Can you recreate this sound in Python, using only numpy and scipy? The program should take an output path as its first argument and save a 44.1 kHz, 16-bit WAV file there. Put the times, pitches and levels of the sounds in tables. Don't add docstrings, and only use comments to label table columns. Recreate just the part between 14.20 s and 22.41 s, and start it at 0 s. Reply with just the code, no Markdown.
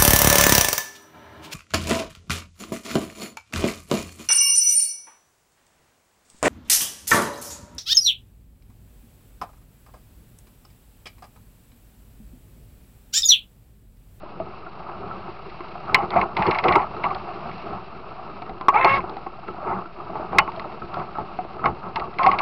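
import sys
import numpy as np
from scipy import signal
from scipy.fft import rfft, irfft, next_fast_len
from scipy.io import wavfile
from scipy.ndimage import map_coordinates

SR = 44100
rng = np.random.default_rng(int(sys.argv[2]) if len(sys.argv) > 2 else 0)


def how_loud(loudness_db):
    steps = np.asarray(loudness_db, float) / 20
    return 10 ** steps


def unload_audio(sound):
    columns = np.transpose(np.atleast_2d(sound))
    steps = np.round(np.clip(columns, -1, 1) * 32767)
    wavfile.write(sys.argv[1], SR, steps.astype(np.int16))


N = 362061


def unit(x):
    return x / np.sqrt(np.mean(x ** 2) + 1e-20)


def curves(rows):
    s, *columns = np.transpose(rows)
    return [np.interp(np.arange(N) / SR, s, column) for column in columns]


def wobble(rate, size=N):
    knots = rng.standard_normal(int(size * rate / SR) + 4)
    return map_coordinates(knots, [np.arange(size) * rate / SR])


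def filtered(x, response):
    m = next_fast_len(N + SR // 2)
    return irfft(rfft(x, m) * response(np.fft.rfftfreq(m, 1 / SR)), m)[..., :N]


def body(modes, damp_hz=9000):
    def response(f):
        total = 0
        for k, (hz, width, db) in enumerate(modes):
            total = total + (-1) ** k * how_loud(db) * 1j * f * width / (hz * hz - f * f + 1j * f * width)
        return total / (1 + 1j * f / damp_hz) ** 2
    return response


def shaken(level_db, response, lumpy_db, rate):
    force = unit(how_loud(lumpy_db * wobble(rate)) * rng.standard_normal(N))
    gain = np.linalg.norm(response(np.arange(SR // 2))) / np.sqrt(SR // 2)
    return filtered(how_loud(level_db) * force, response) / gain


def ring(hz, t60, modes, scatter_db, t, focus_db=3):
    out = 0
    for mode_hz, _, db in modes:
        strength, detune = rng.standard_normal(2)
        level_db = db + scatter_db * strength - focus_db * abs(np.log2(mode_hz / hz))
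        out = out + how_loud(level_db) * np.sin(2 * np.pi * mode_hz * (1 + 0.033 * detune) * t)
    out = out * how_loud(-60 * t / t60) * (1 - np.exp(-t / 0.00044))
    return out / np.abs(out).max()


def events_power(times, tops_db, loss_db):
    grid = np.arange(0, N / SR, .002)
    loss = loss_db(grid - np.array(times)[:, None])
    return grid, how_loud(2 * (np.array(tops_db)[..., None] - loss)).sum(-2)


# start_s, spray_db, wash_db (along the wetted hull)
UNDER_WAY = [(0, -56, -51), (0.35, -52.5, -49.5), (0.9, -51.5, -42.5), (1.2, -51, -49),
             (1.55, -49.5, -47.5), (2.1, -52, -45), (2.7, -49, -41.5), (3.4, -47.5, -46), (3.7, -52.5, -48),
             (4.1, -51.5, -47), (4.4, -54.5, -46), (5.1, -53, -49.5), (5.6, -53.5, -48), (5.74, -54, -53),
             (5.85, -52, -45.5), (6.5, -50.5, -45), (7.2, -51.5, -48), (8.21, -53.5, -46.5)]
# crest_s, flexing_db, slosh_db, width_s
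WAVE_CRESTS = [(0.222, -37.5, -40, 0.058), (0.86, -41, -47, 0.074), (1.09, -52, -41, 0.027),
               (1.741, -32, -31.5, 0.061), (1.833, -26, -24, 0.011), (1.967, -29, -27.5, 0.073),
               (2.192, -27, -26.5, 0.034), (2.283, -25, -19.5, 0.023), (2.461, -33, -20, 0.027),
               (2.5, -27.5, -25, 0.038), (2.563, -30.5, -19.5, 0.012), (2.86, -36, -45, 0.066),
               (3.28, -38, -41.5, 0.11), (3.512, -37, -36.5, 0.096), (4.308, -36.5, -35, 0.04),
               (4.652, -28.5, -20.5, 0.012), (4.72, -35.5, -31, 0.18), (5.29, -41.5, -31.5, 0.022),
               (5.51, -33.5, -27.5, 0.063), (5.575, -37.5, -45, 0.049), (5.94, -42.5, -39, 0.14),
               (6.16, -33, -30, 0.069), (6.47, -42, -42, 0.02), (6.63, -31.5, -32.5, 0.021),
               (6.79, -33, -30, 0.054), (7.01, -34, -37, 0.027), (7.241, -43, -39, 0.044),
               (7.477, -29, -29.5, 0.061), (7.67, -36, -39, 0.039), (7.8, -38.5, -36.5, 0.097),
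               (8.07, -30.5, -28, 0.064), (8.14, -38, -34, 0.076)]
# start_s, held_s, creak_db, rattle_db (of the housing, over the creak)
RIG_LOADS = [(0.6, 0.1, -49, -27), (0.799, 0.086, -49, -17), (1.042, 0.043, -42, -22),
             (1.683, 0.044, -34, -31), (1.748, 0.093, -28, -25), (1.92, .038, -28, -23),
             (1.963, 0.032, -24, -23), (2.012, 0.023, -27, -26.5), (2.18, 0.21, -25, -20.5),
             (2.359, 0.059, -37.5, -25), (2.44, 0.13, -22.5, -25), (2.575, 0.054, -26.5, -28),
             (2.842, 0.019, -27, -19), (2.885, 0.031, -36, -29), (2.93, 0.033, -40, -18),
             (3.05, 0.16, -41.5, -30), (3.2, 0.087, -39.5, -26), (3.46, 0.098, -37.5, -24),
             (4.26, 0.048, -44, -28), (4.539, 0.052, -23, -27), (4.651, 0.012, -18.5, -33),
             (4.68, 0.089, -28, -9), (4.84, 0.066, -38.5, -25), (5.37, 0.05, -40, -28),
             (5.432, .04, -35, -27), (5.478, 0.06, -29.5, -27), (5.545, .05, -35.5, -29),
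             (5.79, 0.045, -41, -27), (5.94, 0.1, -38, -27), (6.126, 0.078, -28.5, -27),
             (6.455, 0.023, -49, -30), (6.741, 0.077, -32.5, -18.5), (6.97, 0.053, -39, -21),
             (7.442, 0.046, -25.5, -30), (7.632, 0.05, -34.5, -36), (7.768, 0.06, -32.5, -22),
             (7.996, 0.15, -25, -20), (8.15, .03, -34, -24), (8.195, .03, -26, -21)]


def drive():
    spray_db, wash_db = curves(UNDER_WAY)

    def wave_loss(u):
        return 11 * np.maximum(-u / 0.99, u) / width[:, None]

    def load_loss(u):
        tighten, ease = -u * 896.5, (u - held[:, None]) * 453.5
        return np.maximum(np.maximum(tighten, ease), 0)

    crest, flex_db, slop_db, width = np.transpose(WAVE_CRESTS)
    grid, (flex, slop) = events_power(crest, [flex_db, slop_db], wave_loss)
    start, held, load_db, rattle_db = np.transpose(RIG_LOADS)
    grid, (load, rattle) = events_power(start, [load_db, load_db + rattle_db], load_loss)

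    def both(db, power):
        return 10 * np.log10(how_loud(2 * db) + np.interp(np.arange(N) / SR, grid, power))

    return both(wash_db + 1.1, flex), both(wash_db + 1, slop), both(wash_db + 0.8, load), both(spray_db, rattle)


# pitch_hz, width_hz, level_db
HULL_FLEX = [(30, 37, -11.5), (59.4, 29, -3.5), (113, 50, -3.5), (191.8, 60.5, -1)]
# pitch_hz, width_hz, level_db
HULL_BOTTOM = [(352.5, 70, -0.5), (408, 201, -6)]
# pitch_hz, width_hz, level_db
DECK = [(570.6, 133, -6), (719.6, 195, 2), (824, 82, 2.5), (880.4, 42, 1.5), (1024, 108, -0.5),
        (1120, 82, 2), (1300, 130, 1)]
# pitch_hz, width_hz, level_db
LOADED_DECK = [(720, 160, -5.5), (840, 110, 3.5), (990, 180, -3), (1110, 45, 4.5), (1240, 13, -4.5)]
# pitch_hz, width_hz, level_db
BLOCK_MOUNT = [(1040, 500, -5.5), (2110, 370, -0.5), (2560, 700, -9.5), (3920, 970, -23)]
# pitch_hz, width_hz, level_db
HOUSING = [(1576, 230, -5.5), (2184, 327, -4), (2705, 246, -1.5), (3223, 210, -8.5), (4060, 1200, -10.5),
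           (4980, 1500, -19.5)]


def water():
    rumble_db, slosh_db, creak_db, spray_db = drive()
    surge = wobble(19)
    creak_db = np.minimum(creak_db, -21)
    load_db = np.clip(0.94 * (creak_db + 26.0), -20, 0)
    loaded_db = creak_db + load_db
    hum_db = creak_db + 7.65 - 0.32 * (load_db + 24.5) + 0.37 * surge
    chafe_db = loaded_db - 12.5 + np.minimum(spray_db + 47.0, 0)

    rumble = shaken(rumble_db - 0.6 + 1.2 * surge, body(HULL_FLEX, damp_hz=704), lumpy_db=-0.5, rate=24)
    slosh = shaken(slosh_db - 0.5 + surge, body(HULL_BOTTOM, damp_hz=1210), lumpy_db=2.5, rate=30)
    hum = shaken(hum_db, body(DECK, damp_hz=2330), lumpy_db=2.5, rate=90)
    creak = shaken(loaded_db - 1.5, body(LOADED_DECK, damp_hz=2510), lumpy_db=1.5, rate=54)
    chafe = shaken(chafe_db, body(BLOCK_MOUNT[1:3], damp_hz=4000), lumpy_db=4.5, rate=79)
    spray = shaken(spray_db - 0.6 + 0.49 * surge, body(HOUSING), lumpy_db=1.5, rate=120)
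    breeze = filtered(rng.standard_normal(N), lambda hz: 1 / (1 + (hz / 60) ** 2))
    wind = how_loud(-52.5) * unit(breeze)
    return rumble + slosh + hum + creak + chafe + spray + wind


# start_s, peak_db, pitch_hz, t60_s
DECK_JOLTS = [(1.746, -4, 1056, 0.12), (1.919, -26, 1110, 0.17), (1.962, -2, 712, 0.12),
              (2.168, -12, 936, 0.12), (2.194, -15.5, 933, 0.1), (2.216, -11.5, 857, 0.34),
              (2.355, -19.5, 910, 0.13), (2.388, -14, 1026, 0.071), (2.446, -14.5, 770, 0.1),
              (2.484, -19, 1054, 0.21), (2.5595, 2.5, 928, 0.055), (2.843, -7, 911, 0.1),
              (2.891, -17.5, 798, 0.36), (2.913, -22, 1090, 0.056), (4.484, 5.5, 1110, 0.086),
              (4.545, -8, 855, 0.099), (4.646, 2.5, 876, 0.067), (4.732, -14.5, 1110, 0.083),
              (6.186, -2.5, 1027, 0.098), (7.441, -10.5, 1300, 0.12), (7.46, -0.5, 1110, 0.039),
              (7.758, -18.5, 907, 0.43), (7.994, -5, 1045, 0.12), (8.008, -10, 1013, 0.13),
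              (8.063, 2, 998, 0.06), (8.193, -10, 1120, .09)]
# start_s, peak_db, pitch_hz
HULL_SLAPS = [(0.201, -13, 673), (0.912, -20, 1352), (1.555, -21.5, 714), (1.681, -24.5, 1384),
              (1.696, -14, 1300), (2.766, -19, 1292), (3.483, -30.5, 845), (4.221, -21, 774),
              (4.295, -22.5, 780), (4.411, -14.5, 1110), (4.896, -23, 863), (4.968, -17, 780),
              (5.064, -19, 807), (5.285, -18, 1224), (5.429, -21.5, 603), (5.478, -13.5, 866),
              (5.526, -13.5, 850), (5.897, -20.5, 678), (5.955, -14.5, 892), (6.131, -13, 782),
              (6.149, -12.5, 800), (6.278, -11.5, 1120), (6.375, -19.5, 658), (6.397, -19.5, 1110),
              (6.62, -20, 1284), (6.742, -19.5, 1370), (6.771, -13, 695), (6.954, -20, 1316),
              (6.985, -12, 840), (7.189, -10.5, 718)]
# start_s, peak_db, pitch_hz
BOW_LAPS = [(0.034, -24.5, 640), (0.06, -26.5, 1040), (0.466, -27.5, 1330), (0.698, -26, 1210),
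            (0.839, -22.5, 727), (1.082, -22.5, 774), (1.406, -19.5, 1110), (3.042, -23, 687),
            (4.099, -24.5, 1250), (4.264, -27, 1110), (4.841, -20, 734), (5.345, -23, 733),
            (5.384, -23, 762), (5.657, -25, 1370), (5.933, -22, 820), (5.997, -18, 640), (6.029, -28, 750),
            (6.456, -21.5, 620), (7.249, -23, 670), (7.368, -21, 677), (7.394, -23, 1273),
            (7.418, -22, 1040), (7.53, -33, 1240), (5.565, -20, 1320), (5.587, -21, 1320),
            (5.788, -24, 700), (6.018, -22, 900), (6.04, -23, 800), (5.068, -20, 1150), (4.412, -22, 760),
            (6.986, -20, 1200)]


def knocks():
    out, t = np.zeros(N + SR), np.arange(SR // 5) / SR
    # t60 in s, then thud in dB
    blows = [(*row, -18) for row in DECK_JOLTS]
    blows += [(*row, 0.08, -11) for row in HULL_SLAPS]
    blows += [(*row, 0.061, -4.5) for row in BOW_LAPS]
    for s, db, hz, t60, thud_db in blows:
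        panel = ring(hz, max(t60, .02), DECK + [(hz, 0, 12)], 2.5, t, focus_db=8)
        thud = how_loud(thud_db) * ring(360, .08, HULL_BOTTOM, 3, t)
        out[round(s * SR):][:len(t)] += how_loud(db - 5.0) * (panel + thud)
    return out[:N]


# start_s, length_s,
# peak_db, pitch_hz
PANEL_GROANS = [(1.756, 0.032, -21, 1051), (1.775, 0.053, -22.5, 798), (1.83, 0.027, -28, 1160),
                (1.909, .018, -27.5, 784), (2.017, 0.022, -16.5, 1073), (2.272, 0.031, -17.5, 944),
                (2.467, 0.07, -19.5, 1085), (2.579, 0.041, -21, 1007), (2.558, 0.012, -15, 1200),
                (2.85, 0.027, -17, 1140), (2.864, 0.015, -20.5, 802), (2.905, 0.015, -21, 1132),
                (4.486, 0.015, -11, 846), (4.649, .014, -12.5, 720), (4.676, 0.011, -12, 1300),
                (6.186, .012, -11.5, 1372), (6.19, 0.018, -13, 849), (6.275, 0.027, -29.5, 1138),
                (7.765, 0.016, -21, 927), (7.8, 0.063, -27, 1134), (8.025, .014, -16, 1040),
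                (8.041, 0.019, -11.5, 1084), (8.0625, .024, -5.5, 760), (8.086, .013, -10.5, 1150),
                (5.53, .085, -30.5, 189.7), (5.88, 0.064, -36.5, 186), (7.64, .06, -35, 181),
                (4.68, .1, -31.5, 111.3), (1.968, .026, -15, 735), (6.283, 0.015, -24, 906),
                (4.492, .008, -8, 996), (8.077, 0.036, -13.5, 1120), (8.119, 0.03, -14.5, 1120),
                (8.19, 0.041, -16.5, 1120)]


def groans():
    out = np.zeros(N + SR)
    waver = np.pad(0.011 * wobble(200), (0, SR))
    flutter_db = np.pad(1.5 * wobble(180), (0, SR))
    for s, length, db, hz in PANEL_GROANS:
        span = slice(round(s * SR), round((s + max(length, .005)) * SR))
        swell = np.sin(np.linspace(0, np.pi, span.stop - span.start))
        phase = 2 * np.pi * np.cumsum(hz * (1 + waver[span])) / SR
        out[span] += how_loud(db + flutter_db[span]) * swell * np.sin(phase)
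    return out[:N]


# start_s, slip_rate_hz, level_db, brightness_db
ROPE_SLIP = [
    (4.533, 373, -21, -16),
    (4.549, 404, -15, -7.5),
    (4.575, 452, -11.5, -6),
    (4.599, 520, -16.5, -5.5),
    (4.625, 530.5, -18, 0.5),
    (4.72, 548, -13, -3.5),
    (4.775, 556.5, -21, -2.5),
    (4.793, 517.7, -18.5, -22.5),
    (4.813, 480.5, -47, -14.5),
]
# multiple, level_db
SLIP_PARTIALS = [(1, 9.5), (1.5, -21), (2, -1), (3, 0), (4, -4.5), (5, -4.5), (6, -5)]
# pitch_hz, width_hz, level_db
BLOCK_CHEEKS = [(938, 380, 0), (1300, 420, -2), (2195, 340, 0), (2730, 290, -5)]


def squeak():
    first, last = round(ROPE_SLIP[0][0] * SR), round(ROPE_SLIP[-1][0] * SR)
    hz, db, bright_db = [c[first:last] for c in curves(ROPE_SLIP)]
    size = last - first
    from_end = np.minimum(np.arange(size), np.arange(size)[::-1])
    on = np.clip(from_end / (0.01 * SR), 0, 1) * how_loud(db)
    phase = 2 * np.pi * np.cumsum(hz * (1 + .009 * wobble(250, size))) / SR
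    stack = 0
    for k, level_db in SLIP_PARTIALS:
        partial_db = level_db + bright_db * (k > 3) + 2.8 * wobble(130, size)
        stack = stack + how_loud(partial_db) * np.sin(k * phase)
    puffs = (1 + np.cos(phase)) * rng.standard_normal(size)
    scrape = how_loud(bright_db + 4 * wobble(160, size)) * puffs

    def placed(x):
        return np.pad(on * x, (first, N - last))

    tone = filtered(placed(how_loud(1.2) * stack), lambda f: body(BLOCK_CHEEKS)(f) ** 2)
    return tone + filtered(placed(how_loud(4.0) * scrape), body(BLOCK_MOUNT, damp_hz=6000))


# start_s, peak_db, pitch_hz, t60_s
DRY_SNAPS = [(0.1994, -41, 2080, 0.012), (1.4062, -34, 2260, 0.012), (1.9056, -25.5, 2060, 0.012),
             (1.9864, -23, 2290, 0.012), (2.0143, -13.5, 2100, 0.012), (2.1675, -16, 2160, 0.012),
             (2.2233, -14, 2090, 0.012), (2.2672, -13.5, 2100, 0.01), (2.3111, -11.5, 2220, 0.012),
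             (2.3476, -20, 2310, 0.012), (2.387, -16, 2230, 0.011), (2.4409, -14, 2220, 0.012),
             (2.4818, -11.5, 2170, 0.012), (2.5014, -17, 2090, 0.012), (2.5242, -18, 2390, 0.012),
             (2.5551, -17, 2250, 0.012), (2.6179, -27, 2250, 0.012), (2.8364, -18.5, 2240, 0.012),
             (2.8514, -20, 2230, 0.013), (2.9063, -30, 2240, 0.012), (4.4114, -30, 2010, 0.012),
             (4.5565, -17, 2250, 0.011), (4.9681, -37, 2360, 0.012), (5.0649, -40, 2730, 0.012),
             (5.2814, -38, 2370, 0.012), (6.3195, -32, 2730, 0.012), (6.3964, -19, 2010, 0.012),
             (6.5191, -39, 2040, 0.012), (6.8054, -33, 2100, 0.012), (7.1876, -38.5, 2290, 0.012),
             (7.4579, -15.5, 2250, 0.015), (7.7588, -17, 2210, 0.013), (7.7972, -26.5, 2090, 0.012),
             (7.9857, -22, 2220, 0.012), (8.0321, -15, 2120, 0.012), (8.115, -23, 2220, 0.012),
             (8.1873, -8, 2100, 0.014)]
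# start_s, peak_db, pitch_hz, t60_s
BRIGHT_TINKS = [(1.8287, -41, 4030, 0.02), (1.9051, -30, 4050, 0.02), (2.175, -32, 4170, 0.02),
                (2.3554, -34, 4200, 0.02), (2.6294, -42, 4160, 0.02), (2.9477, -32, 4300, 0.02),
                (3.3807, -39, 4230, 0.02), (4.2617, -48, 3810, 0.02), (4.2941, -43, 3820, 0.02),
                (4.5934, -37, 4130, 0.02), (4.6758, -33, 3740, 0.02), (4.7042, -33, 3770, 0.02),
                (4.7371, -28.5, 3380, 0.02), (4.7456, -26, 3730, 0.02), (4.7644, -34, 3930, 0.02),
                (4.8948, -41, 4060, 0.02), (4.9676, -42, 4200, 0.02), (6.3609, -39, 4270, 0.02),
                (6.396, -30, 4130, 0.02), (6.7411, -37, 4230, 0.02), (7.7674, -40, 4180, 0.02),
                (7.8054, -47, 4220, 0.02), (8.1145, -31, 3950, 0.02)]


def snaps():
    out, push, t = np.zeros(N + SR), np.zeros(N), np.arange(SR // 20) / SR
    for s, db, hz, t60 in DRY_SNAPS + BRIGHT_TINKS:
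        decay_db = -60 * t / max(t60, .003)
        out[round(s * SR):][:len(t)] += how_loud(db - 6.0 + decay_db) * np.sin(2 * np.pi * hz * t)
        push[round(s * SR)] = how_loud(db + 11.0)
    return out[:N] + filtered(push, body(DECK[4:] + HOUSING))


# start_s, peak_db, crack_db
RATCHET_TEETH = [(1.745, 1, -10), (1.9405, -28, -17), (1.966, -24, -29), (2.013, -14, -27),
                 (2.1677, -15, -13), (2.223, -13.5, -19), (2.2665, -13, -15.5), (2.3099, -13.5, -14),
                 (2.3463, -19, -16), (2.386, -14.5, -11), (2.439, -15, -15), (2.4838, -9, -16),
                 (2.5231, -15.5, -15), (2.555, -11.5, -19), (2.619, -29.5, -28), (2.839, -17.5, -25),
                 (2.905, -30.5, -23.5), (4.487, -12.5, -16), (4.5418, -22, -44), (4.646, -7, -26),
                 (4.805, -28, -37), (6.1846, 2.5, -10.5), (6.2768, -33, -29), (7.4568, -15, -20.5),
                 (7.7585, -17.5, -9.5), (7.986, -18, -16.5), (8.032, -15, -16.5), (8.064, -11.5, -12.5),
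                 (8.1149, -17, -17), (8.187, -12, -12.5)]
# start_s, peak_db, crack_db
FITTING_TICKS = [(0.2004, -42, -21), (1.2965, -41, -2), (1.406, -35, -15), (1.6955, -34, -24),
                 (1.7927, -33, -26), (1.8216, -28, -23), (1.905, -31, 0), (2.8848, -33, -21),
                 (2.9478, -32.5, -1), (3.3133, -35, -18), (3.38, -45, 2), (4.22, -31, -12),
                 (4.2632, -37.5, -13), (4.2948, -36.5, -7), (4.4112, -30.5, -10.5), (4.895, -43, 3.5),
                 (4.968, -36, -6), (5.065, -39.5, -15), (5.281, -32, -19), (5.9553, -38, -26),
                 (6.3186, -37, -8), (6.362, -44, 4), (6.3964, -31, -3), (6.4258, -39, -21),
                 (6.5196, -38, -24), (6.7423, -44, 9.5), (6.797, -33, -13), (7.188, -33, -32),
                 (7.7972, -26.5, -8), (7.9389, -36, -13)]
# pitch_hz, width_hz, level_db
STRUCK_HOUSING = [(1730, 0, -9.5), (2183, 0, 2), (2700, 0, -8), (3478, 0, -15), (4200, 0, -7),
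                  (4944, 0, -20.5)]
# pitch_hz, width_hz, level_db
THIN_METAL = [(2220, 0, -5), (2860, 0, 0)]


def clicks():
    out, rattle, crack = np.zeros((3, N + SR))
    t = np.arange(SR // 8) / SR
    strikes = [(*row, 2100, 0.97) for row in RATCHET_TEETH] + [(*row, 1956, 0.71) for row in FITTING_TICKS]
    for s, db, crack_db, hz, length in strikes:
        span = slice(round(s * SR), round(s * SR) + len(t))
        housing = ring(hz, .038 * length, STRUCK_HOUSING + [(hz, 0, 3)], 2.5, t)
        tail = how_loud(-21) * ring(2900, .15, THIN_METAL, 2, t)
        out[span] += how_loud(db - 4.5) * (housing + tail)
        rattle_db = db + 6.5 - 60 * t / (0.054 * length)
        rattle[span] += how_loud(rattle_db) * rng.standard_normal(len(t))
        burst_db = db + crack_db + 22.0 - 60 * t / (0.026 * length)
        crack[span] += how_loud(burst_db) * rng.standard_normal(len(t))
    loose_parts = body(DECK[4:6] + HOUSING[:3] + BLOCK_MOUNT[1:3], damp_hz=3700)
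    return out[:N] + filtered(rattle[:N], loose_parts) + filtered(crack[:N], body(HOUSING[3:]))


def scene():
    return (water() + knocks() + groans() + squeak() + snaps() + clicks())[None]


def roll_off(x):
    return signal.sosfilt(signal.butter(12, 16520, fs=SR, output="sos"), x)


def record(dry):
    def narrow_band(hz):
        return 1 / np.sqrt(1 + (hz / 5640) ** 46) * hz / np.hypot(hz, 18)

    narrow = filtered(np.clip(dry, -.77, .77), narrow_band)
    clipped = np.clip(narrow - .0084, -.715, .715)
    mix = filtered(clipped, lambda hz: 1 / (1 + (hz / 15900) ** 60))
    return roll_off(mix)


dry = scene()
out = record(dry)
unload_audio(out)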